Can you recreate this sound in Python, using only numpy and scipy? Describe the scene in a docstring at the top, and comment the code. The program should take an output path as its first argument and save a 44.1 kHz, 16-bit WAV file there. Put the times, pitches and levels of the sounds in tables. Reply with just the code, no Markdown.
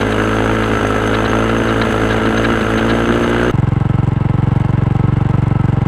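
"""Single-cylinder four-stroke motorcycle engine in a home-built kart, driving through snow.
Beside the rear axle: hard exhaust pulses with occasional misfires, airbox honk, valve clatter, gear
whine, ringing steel, tyre roar, spray and frame rattles over bumps. Then, abruptly, from the seat:
the same engine idling with a round putter and light valve ticks. Engine sounds are clicks and noise
bursts timed by the firing cycle, shaped by pipe, airbox and casing resonances."""
import sys
import numpy as np
from scipy import signal
from scipy.fft import rfft, irfft, next_fast_len
from scipy.io import wavfile
from scipy.ndimage import uniform_filter1d

SR = 44100
rng = np.random.default_rng(int(sys.argv[2]) if len(sys.argv) > 2 else 0)


def put_to_file(sound):
    """Save the sound as 16-bit audio at rate SR, in the file named by the first command-line argument."""
    columns = np.atleast_2d(sound).T  # one column per channel
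    safe = np.clip(columns, -1, 1)
    whole_steps = np.round(safe * 32767)
    wavfile.write(sys.argv[1], SR, whole_steps.astype(np.int16))


N = 258867
T = np.arange(N) / SR
SWITCH_S = 3.512  # axle to seat
DRIVE_SYNC_S, IDLE_SYNC_S = .0108, 3.5395  # time of one exhaust pulse

# engine speed, driving and idling: time_s, firing_hz
DRIVE_SPEED = [(0.0, 52.281), (0.54, 55.334), (0.831, 52.042), (1.573, 56.647), (1.985, 54.391),
               (2.372, 55.67), (2.521, 57.614), (2.586, 54.188), (3.086, 58.268), (3.38, 58.872),
               (3.51, 61.521)]
IDLE_SPEED = [(3.51, 21.957), (3.8, 22.53), (4.2, 22.56), (5.35, 23.39), (5.87, 22.64)]
# valve and piston knocks under load: cycle_share, level_db, decay_s
DRIVE_KNOCKS = [(-.09, -2, .005), (.02, 0, .006), (.29, -2, .006)]


def undb(db):
    """Decibels to gain."""
    return 10 ** (np.asarray(db) / 20)


def curve(table):
    """Linear interpolation over time."""
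    return np.interp(T, *np.transpose(table))


def level(x, db, during=slice(None)):
    """Set the rms level, taken over all or part of the time."""
    return x * undb(db) / np.sqrt(np.mean(x[during] ** 2))


def noise():
    """White noise."""
    return rng.standard_normal(N)


def flutter(rate_hz, depth_db):
    """Gain wandering at random about 1."""
    hold = int(SR / rate_hz)
    steps = np.repeat(rng.standard_normal(N // hold + 1), hold)
    return undb(depth_db * uniform_filter1d(steps, hold)[:N])


def colour(x, outline):
    """Minimum-phase filter through (freq_hz, gain_db) points; -24 dB/octave beyond the ends."""
    size = next_fast_len(N + SR // 2) // 2 * 2
    hz, db = np.transpose(outline)
    octave = np.log2(np.maximum(np.arange(size // 2 + 1) * SR / size, 2))
    known = np.log2(hz)
    outside = np.abs(octave - np.clip(octave, known[0], known[-1]))
    gain_db = np.maximum(np.interp(octave, known, db) - 24 * outside, -90)
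    cepstrum = irfft(np.log(undb(gain_db)))[:size // 2]
    cepstrum[1:] *= 2
    return irfft(rfft(x, size) * np.exp(rfft(cepstrum, size)))[:N]


def resonance(x, hz, width_hz):
    """One resonance, unity gain at centre."""
    return signal.lfilter(*signal.iirpeak(hz, hz / width_hz, SR), x)


def ring(x, modes):
    """Resonator bank with relative mode levels; unit rms."""
    return level(sum(level(resonance(x, hz, width_hz), db) for hz, width_hz, db in modes), 0)


def cycle_times(speed, sync_s, share=0):
    """Times at which the engine is a given share of a cycle past the exhaust pulse."""
    cycles = np.cumsum(curve(speed)) / SR
    cycles -= np.interp(sync_s, T, cycles) + share
    return np.interp(np.arange(np.ceil(cycles[0]), cycles[-1]), cycles, T)


def pulses(times_s, jitter_s, scatter_db):
    """Click train with random timing and strength."""
    timing, strength = rng.standard_normal((len(times_s), 2)).T
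    at = np.clip((times_s + jitter_s * timing) * SR, 0, N - 1).astype(int)
    return np.bincount(at, undb(scatter_db * strength), N)


def bursts(clicks, decay_s):
    """Each click starts a decaying noise burst."""
    return signal.lfilter([1], [1, -np.exp(-1 / (decay_s * SR))], clicks) * noise()


def knocks(speed, sync_s, table, jitter_s, scatter_db):
    """Valves and piston knock at set points of each cycle; unit rms."""
    total = np.zeros(N)
    for share, db, decay_s in table:
        hits = pulses(cycle_times(speed, sync_s, share), jitter_s, scatter_db)
        total += undb(db) * bursts(hits, decay_s)
    return level(total, 0)


def tyre_roar():
    """Tyres roll through snow with a low roar."""
    roar = colour(noise(), [(22, -1), (60, -8), (160, -2), (260, 7.5), (600, -8)])
    return roar * flutter(16, depth_db=-.5)


def snow_spray(valves):
    """Hiss of snow thrown by the wheel, plus the treble of the valve knocks."""
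    # spray spectrum: freq_hz, gain_db
    spectrum = [(4000, -16), (4500, -2.5), (5500, -16.5), (6300, 0), (6900, -7.5), (8000, -2),
                (9100, -11.5), (10500, -5), (11400, -17), (14000, -14.5), (15500, -30)]
    return colour(valves + undb(7) * noise() * flutter(200, depth_db=2.5), spectrum)


def frame_rattles():
    """Bumps shake the frame: each clanks, with a fainter clink that stands out more on light ones."""
    # bumps: start_s, level_db, length_s
    bumps = [(.005, -22, 0.023), (0.118, -23, .014), (.632, -22.5, 0.015), (1.137, -18.5, .022),
             (1.246, -20, 0.022), (1.49, -21, 0.016), (1.678, -24, 0.032), (1.813, -13.5, 0.013),
             (2.091, -23.5, 0.05), (2.255, -22, 0.012), (2.373, -17.5, 0.012), (2.439, -17.5, 0.023),
             (2.607, -19.5, .014), (2.773, -23, 0.03), (2.887, -19, 0.035), (3.233, -23, 0.016)]
    # frame modes, low and bright: pitch_hz, width_hz, level_db
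    clank_modes = [(1330, 200, -3), (1640, 180, 0), (2150, 500, -6)]
    clink_modes = [(2900, 400, 0), (3780, 330, -2)]
    clink_offset_db, clink_db_per_db = -11.5, .73
    clank, clink, grit = np.zeros(N), np.zeros(N), noise()
    for start_s, db, length_s in bumps:
        progress = np.clip((T - start_s) / length_s, 0, 1)
        swell = np.sqrt(np.abs(np.sin(np.pi * progress)))
        clank += undb(db) * swell
        clink += undb(clink_offset_db + clink_db_per_db * db) * swell
    frame = clank * ring(grit, clank_modes) + clink * ring(grit, clink_modes)
    return colour(frame, [(700, 0), (2000, -.5), (3900, -3), (4700, -13)])


def steel_ring():
    """Engine knocks ring steel parts near the axle."""
    # steel modes: pitch_hz, width_hz, level_db
    modes = [(6320, 50, 1.5), (8200, 310, -9.5), (10140, 170, -12), (10860, 60, -13.5)]
    return ring(knocks(DRIVE_SPEED, DRIVE_SYNC_S, DRIVE_KNOCKS, jitter_s=.00046, scatter_db=4.5), modes)


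def gear_whine(firing_hz):
    """Tooth tone tracks the engine and swells through the gearbox resonance."""
    teeth_per_cycle = 25
    tooth_hz = teeth_per_cycle * firing_hz * flutter(60, depth_db=.2)
    tone = np.sqrt(2) * np.sin(2 * np.pi * np.cumsum(tooth_hz) / SR)
    return undb(-28.5) * resonance(tone, hz=1326, width_hz=48) * flutter(25, depth_db=4)


def idle_mechanics(fired):
    """Piston churns through compression before each pulse; casing rings hollow, valves tick."""
    # valve and piston knocks: cycle_share, level_db, decay_s
    idle_knocks = [(-.17, -2, .003), (.03, 1, 0.0036), (0.191, -7, 0.0016), (.325, 5, 0.0014)]
    # clatter and tick spectra at the seat: freq_hz, gain_db
    clatter_spectrum = [(60, 6.5), (380, 4), (520, 5), (670, 2.5), (820, 5), (1080, 6), (1200, -1.5),
                        (1310, 4), (1800, -10.5), (2100, -4.5), (2370, -14), (2750, -7.5), (3400, -17),
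                        (5000, -30.5)]
    tick_spectrum = [(1200, -10), (2500, 2), (4000, 1), (5500, -2), (6900, -2), (8000, 3), (9000, -8),
                     (10200, -7), (11500, -14), (15000, -24)]
    # casing and pipe modes: pitch_hz, width_hz, level_db
    modes = [(608, 20, -0.5), (784, 35, -0.5), (1291, 14, -1), (1523, 170, -2), (2060, 130, -13)]
    valves = knocks(IDLE_SPEED, IDLE_SYNC_S, idle_knocks, jitter_s=.0006, scatter_db=3.4)
    compression_s = cycle_times(IDLE_SPEED, IDLE_SYNC_S, share=-.17)
    strokes = pulses(compression_s, jitter_s=.00098, scatter_db=.55)
    churn = level(bursts(strokes, decay_s=.053), 0)
    clatter = colour(churn + undb(-14.5) * valves, clatter_spectrum)
    casing = colour(ring(level(fired, 0) + undb(1) * churn, modes), [(500, 0), (2000, 0)])
    ticks = colour(valves + undb(-8) * noise(), tick_spectrum) * flutter(9, depth_db=.8)
    return level(clatter, -29) + level(casing, -36.5) + level(ticks, -53.5)


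def drive_mechanics(puffs, valves):
    """Gas rasps after each pulse over the valve clatter; pulses and knocks ring the casing."""
    # clatter spectrum at the axle: freq_hz, gain_db
    spectrum = [(600, 0.5), (850, -2), (1130, -4), (1320, -1), (1650, -0.5), (1850, -9), (2030, -9.5),
                (2330, -13.5), (2860, -10), (3700, -20), (5200, -37)]
    # casing and pipe modes: pitch_hz, width_hz, level_db
    modes = [(1308, 63, 11.5), (1545, 31, 5.5), (2013, 26, 2.5), (2860, 16, -4)]
    rasp = level(bursts(puffs, decay_s=.0042), -5) * flutter(50, depth_db=1.3)
    clatter = colour(rasp + undb(-8) * valves + undb(-4) * noise(), spectrum)
    casing = colour(ring(level(puffs, 0) + undb(-3) * valves, modes), [(1000, 0), (3000, 0)])
    return level(clatter, -21) + level(casing, -27.5)


def throttle(firing_hz):
    """Opening, 0-1: rises with engine speed and with acceleration."""
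    coast_hz, span_hz, full_climb_hz_per_s, smooth_s = 54.5, 7.6, 23, .36
    climb_hz_per_s = uniform_filter1d(np.gradient(firing_hz) * SR, int(smooth_s * SR))
    return np.clip((firing_hz - coast_hz) / span_hz + climb_hz_per_s / full_climb_hz_per_s, 0, 1)


def intake_honk(opening):
    """Airbox honks once a cycle, misfire or not, harder with open throttle."""
    # one gulp of air: freq_hz, gain_db
    spectrum = [(150, -30), (195, -10.5), (222, 1), (275, -11.5), (325, -8.5), (355, -5), (400, -17.5)]
    full_throttle_db = 1.8
    gulps = pulses(cycle_times(DRIVE_SPEED, DRIVE_SYNC_S, share=.4566), jitter_s=.00008, scatter_db=1.74)
    return colour(gulps * undb(full_throttle_db * opening), spectrum)


def idle_exhaust(fired):
    """Round thumps; their upper part returns inverted from the open pipe end."""
    # one idle pulse: freq_hz, gain_db
    spectrum = [(20, -34.5), (46, -10), (69, -10), (115, 0.5), (138, -1), (215, -10.5), (255, -19.5),
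                (300, -13), (400, -26), (475, -23.5), (660, -40), (810, -26), (1000, -56.5), (2500, -51)]
    echo_s = .012
    thump = colour(fired, spectrum)
    delayed = np.pad(thump, (int(echo_s * SR), 0))[:N]
    echo = undb(-4) * resonance(delayed, hz=449, width_hz=210)
    # the silencer delays the bass, so each pulse falls in pitch
    silenced = thump - 2 * resonance(thump, hz=80, width_hz=30)
    return echo - silenced


def drive_firings():
    """Click trains of the cycles that fire and those that misfire under load."""
    # misfires: time_s
    misfires_s = [0.79, 1.278, 1.636, 1.852, 1.906, 2.199, 2.325, 2.521, 2.592, 2.629, 2.792, 3.056, 3.193,
                  3.261]
    times_s = cycle_times(DRIVE_SPEED, DRIVE_SYNC_S)
    missed = np.isin(np.arange(len(times_s)), [np.argmin(np.abs(times_s - s)) for s in misfires_s])
    fired = pulses(times_s[~missed], jitter_s=.00011, scatter_db=.8)
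    unburnt = pulses(times_s[missed] + .0003, jitter_s=.0001, scatter_db=1)
    return fired, unburnt


def drive_exhaust(fired, unburnt):
    """Hard pulses and unburnt puffs; uneven combustion makes the growl swell and break up."""
    # one fired pulse, one unburnt puff: freq_hz, gain_db
    fired_spectrum = [(25, -14), (54, 4), (112, 7.5), (165, -6), (225, 0), (280, 2.3), (370, 2), (440, 6.2),
                      (560, -.5), (680, -15), (950, -21.5), (1350, -14), (1650, -23), (2100, -38)]
    unburnt_spectrum = [(30, -41), (110, -22), (170, -10), (320, -9), (450, -3), (700, -16), (1500, -10),
                        (3800, -50)]
    gas = colour(fired, fired_spectrum) + colour(unburnt, unburnt_spectrum)
    return gas + (flutter(35, depth_db=1.3) - 1) * resonance(gas, hz=300, width_hz=160)


def idling():
    """Engine at idle, from the seat."""
    fired = pulses(cycle_times(IDLE_SPEED, IDLE_SYNC_S), jitter_s=.0001, scatter_db=.5)
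    return level(idle_exhaust(fired), -13) + idle_mechanics(fired)


def driving():
    """Kart under load, from beside the rear axle."""
    full_throttle_treble_db = -2.5
    firing_hz = curve(DRIVE_SPEED)
    opening = throttle(firing_hz)
    fired, unburnt = drive_firings()
    exhaust = level(drive_exhaust(fired, unburnt), -16.5, during=T < SWITCH_S)
    valves = knocks(DRIVE_SPEED, DRIVE_SYNC_S, DRIVE_KNOCKS, jitter_s=.00038, scatter_db=2)
    mechanics = drive_mechanics(fired + unburnt, valves)
    tyres = level(tyre_roar(), -25.5)
    treble = level(snow_spray(valves), -44) + level(steel_ring(), -44.5)
    treble *= undb(full_throttle_treble_db * opening)
    intake = level(intake_honk(opening), -18, during=T < SWITCH_S)
    return exhaust + intake + mechanics + gear_whine(firing_hz) + treble + tyres + frame_rattles()


def scene():
    """Drive, then idle, with a small click at the switch."""
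    click = undb(-22) * (np.arange(N) == int(SWITCH_S * SR))
    return (np.where(T < SWITCH_S, driving(), idling()) + click)[None]


def record(dry):
    """Soft peak limiter, then low-pass."""
    ceiling, cutoff_hz = .92, 15600
    rounded = dry / (1 + np.abs(dry / ceiling) ** 6) ** (1 / 6)
    return signal.sosfilt(signal.ellip(8, .2, 70, cutoff_hz, fs=SR, output="sos"), rounded)


dry = scene()
out = record(dry)
put_to_file(out)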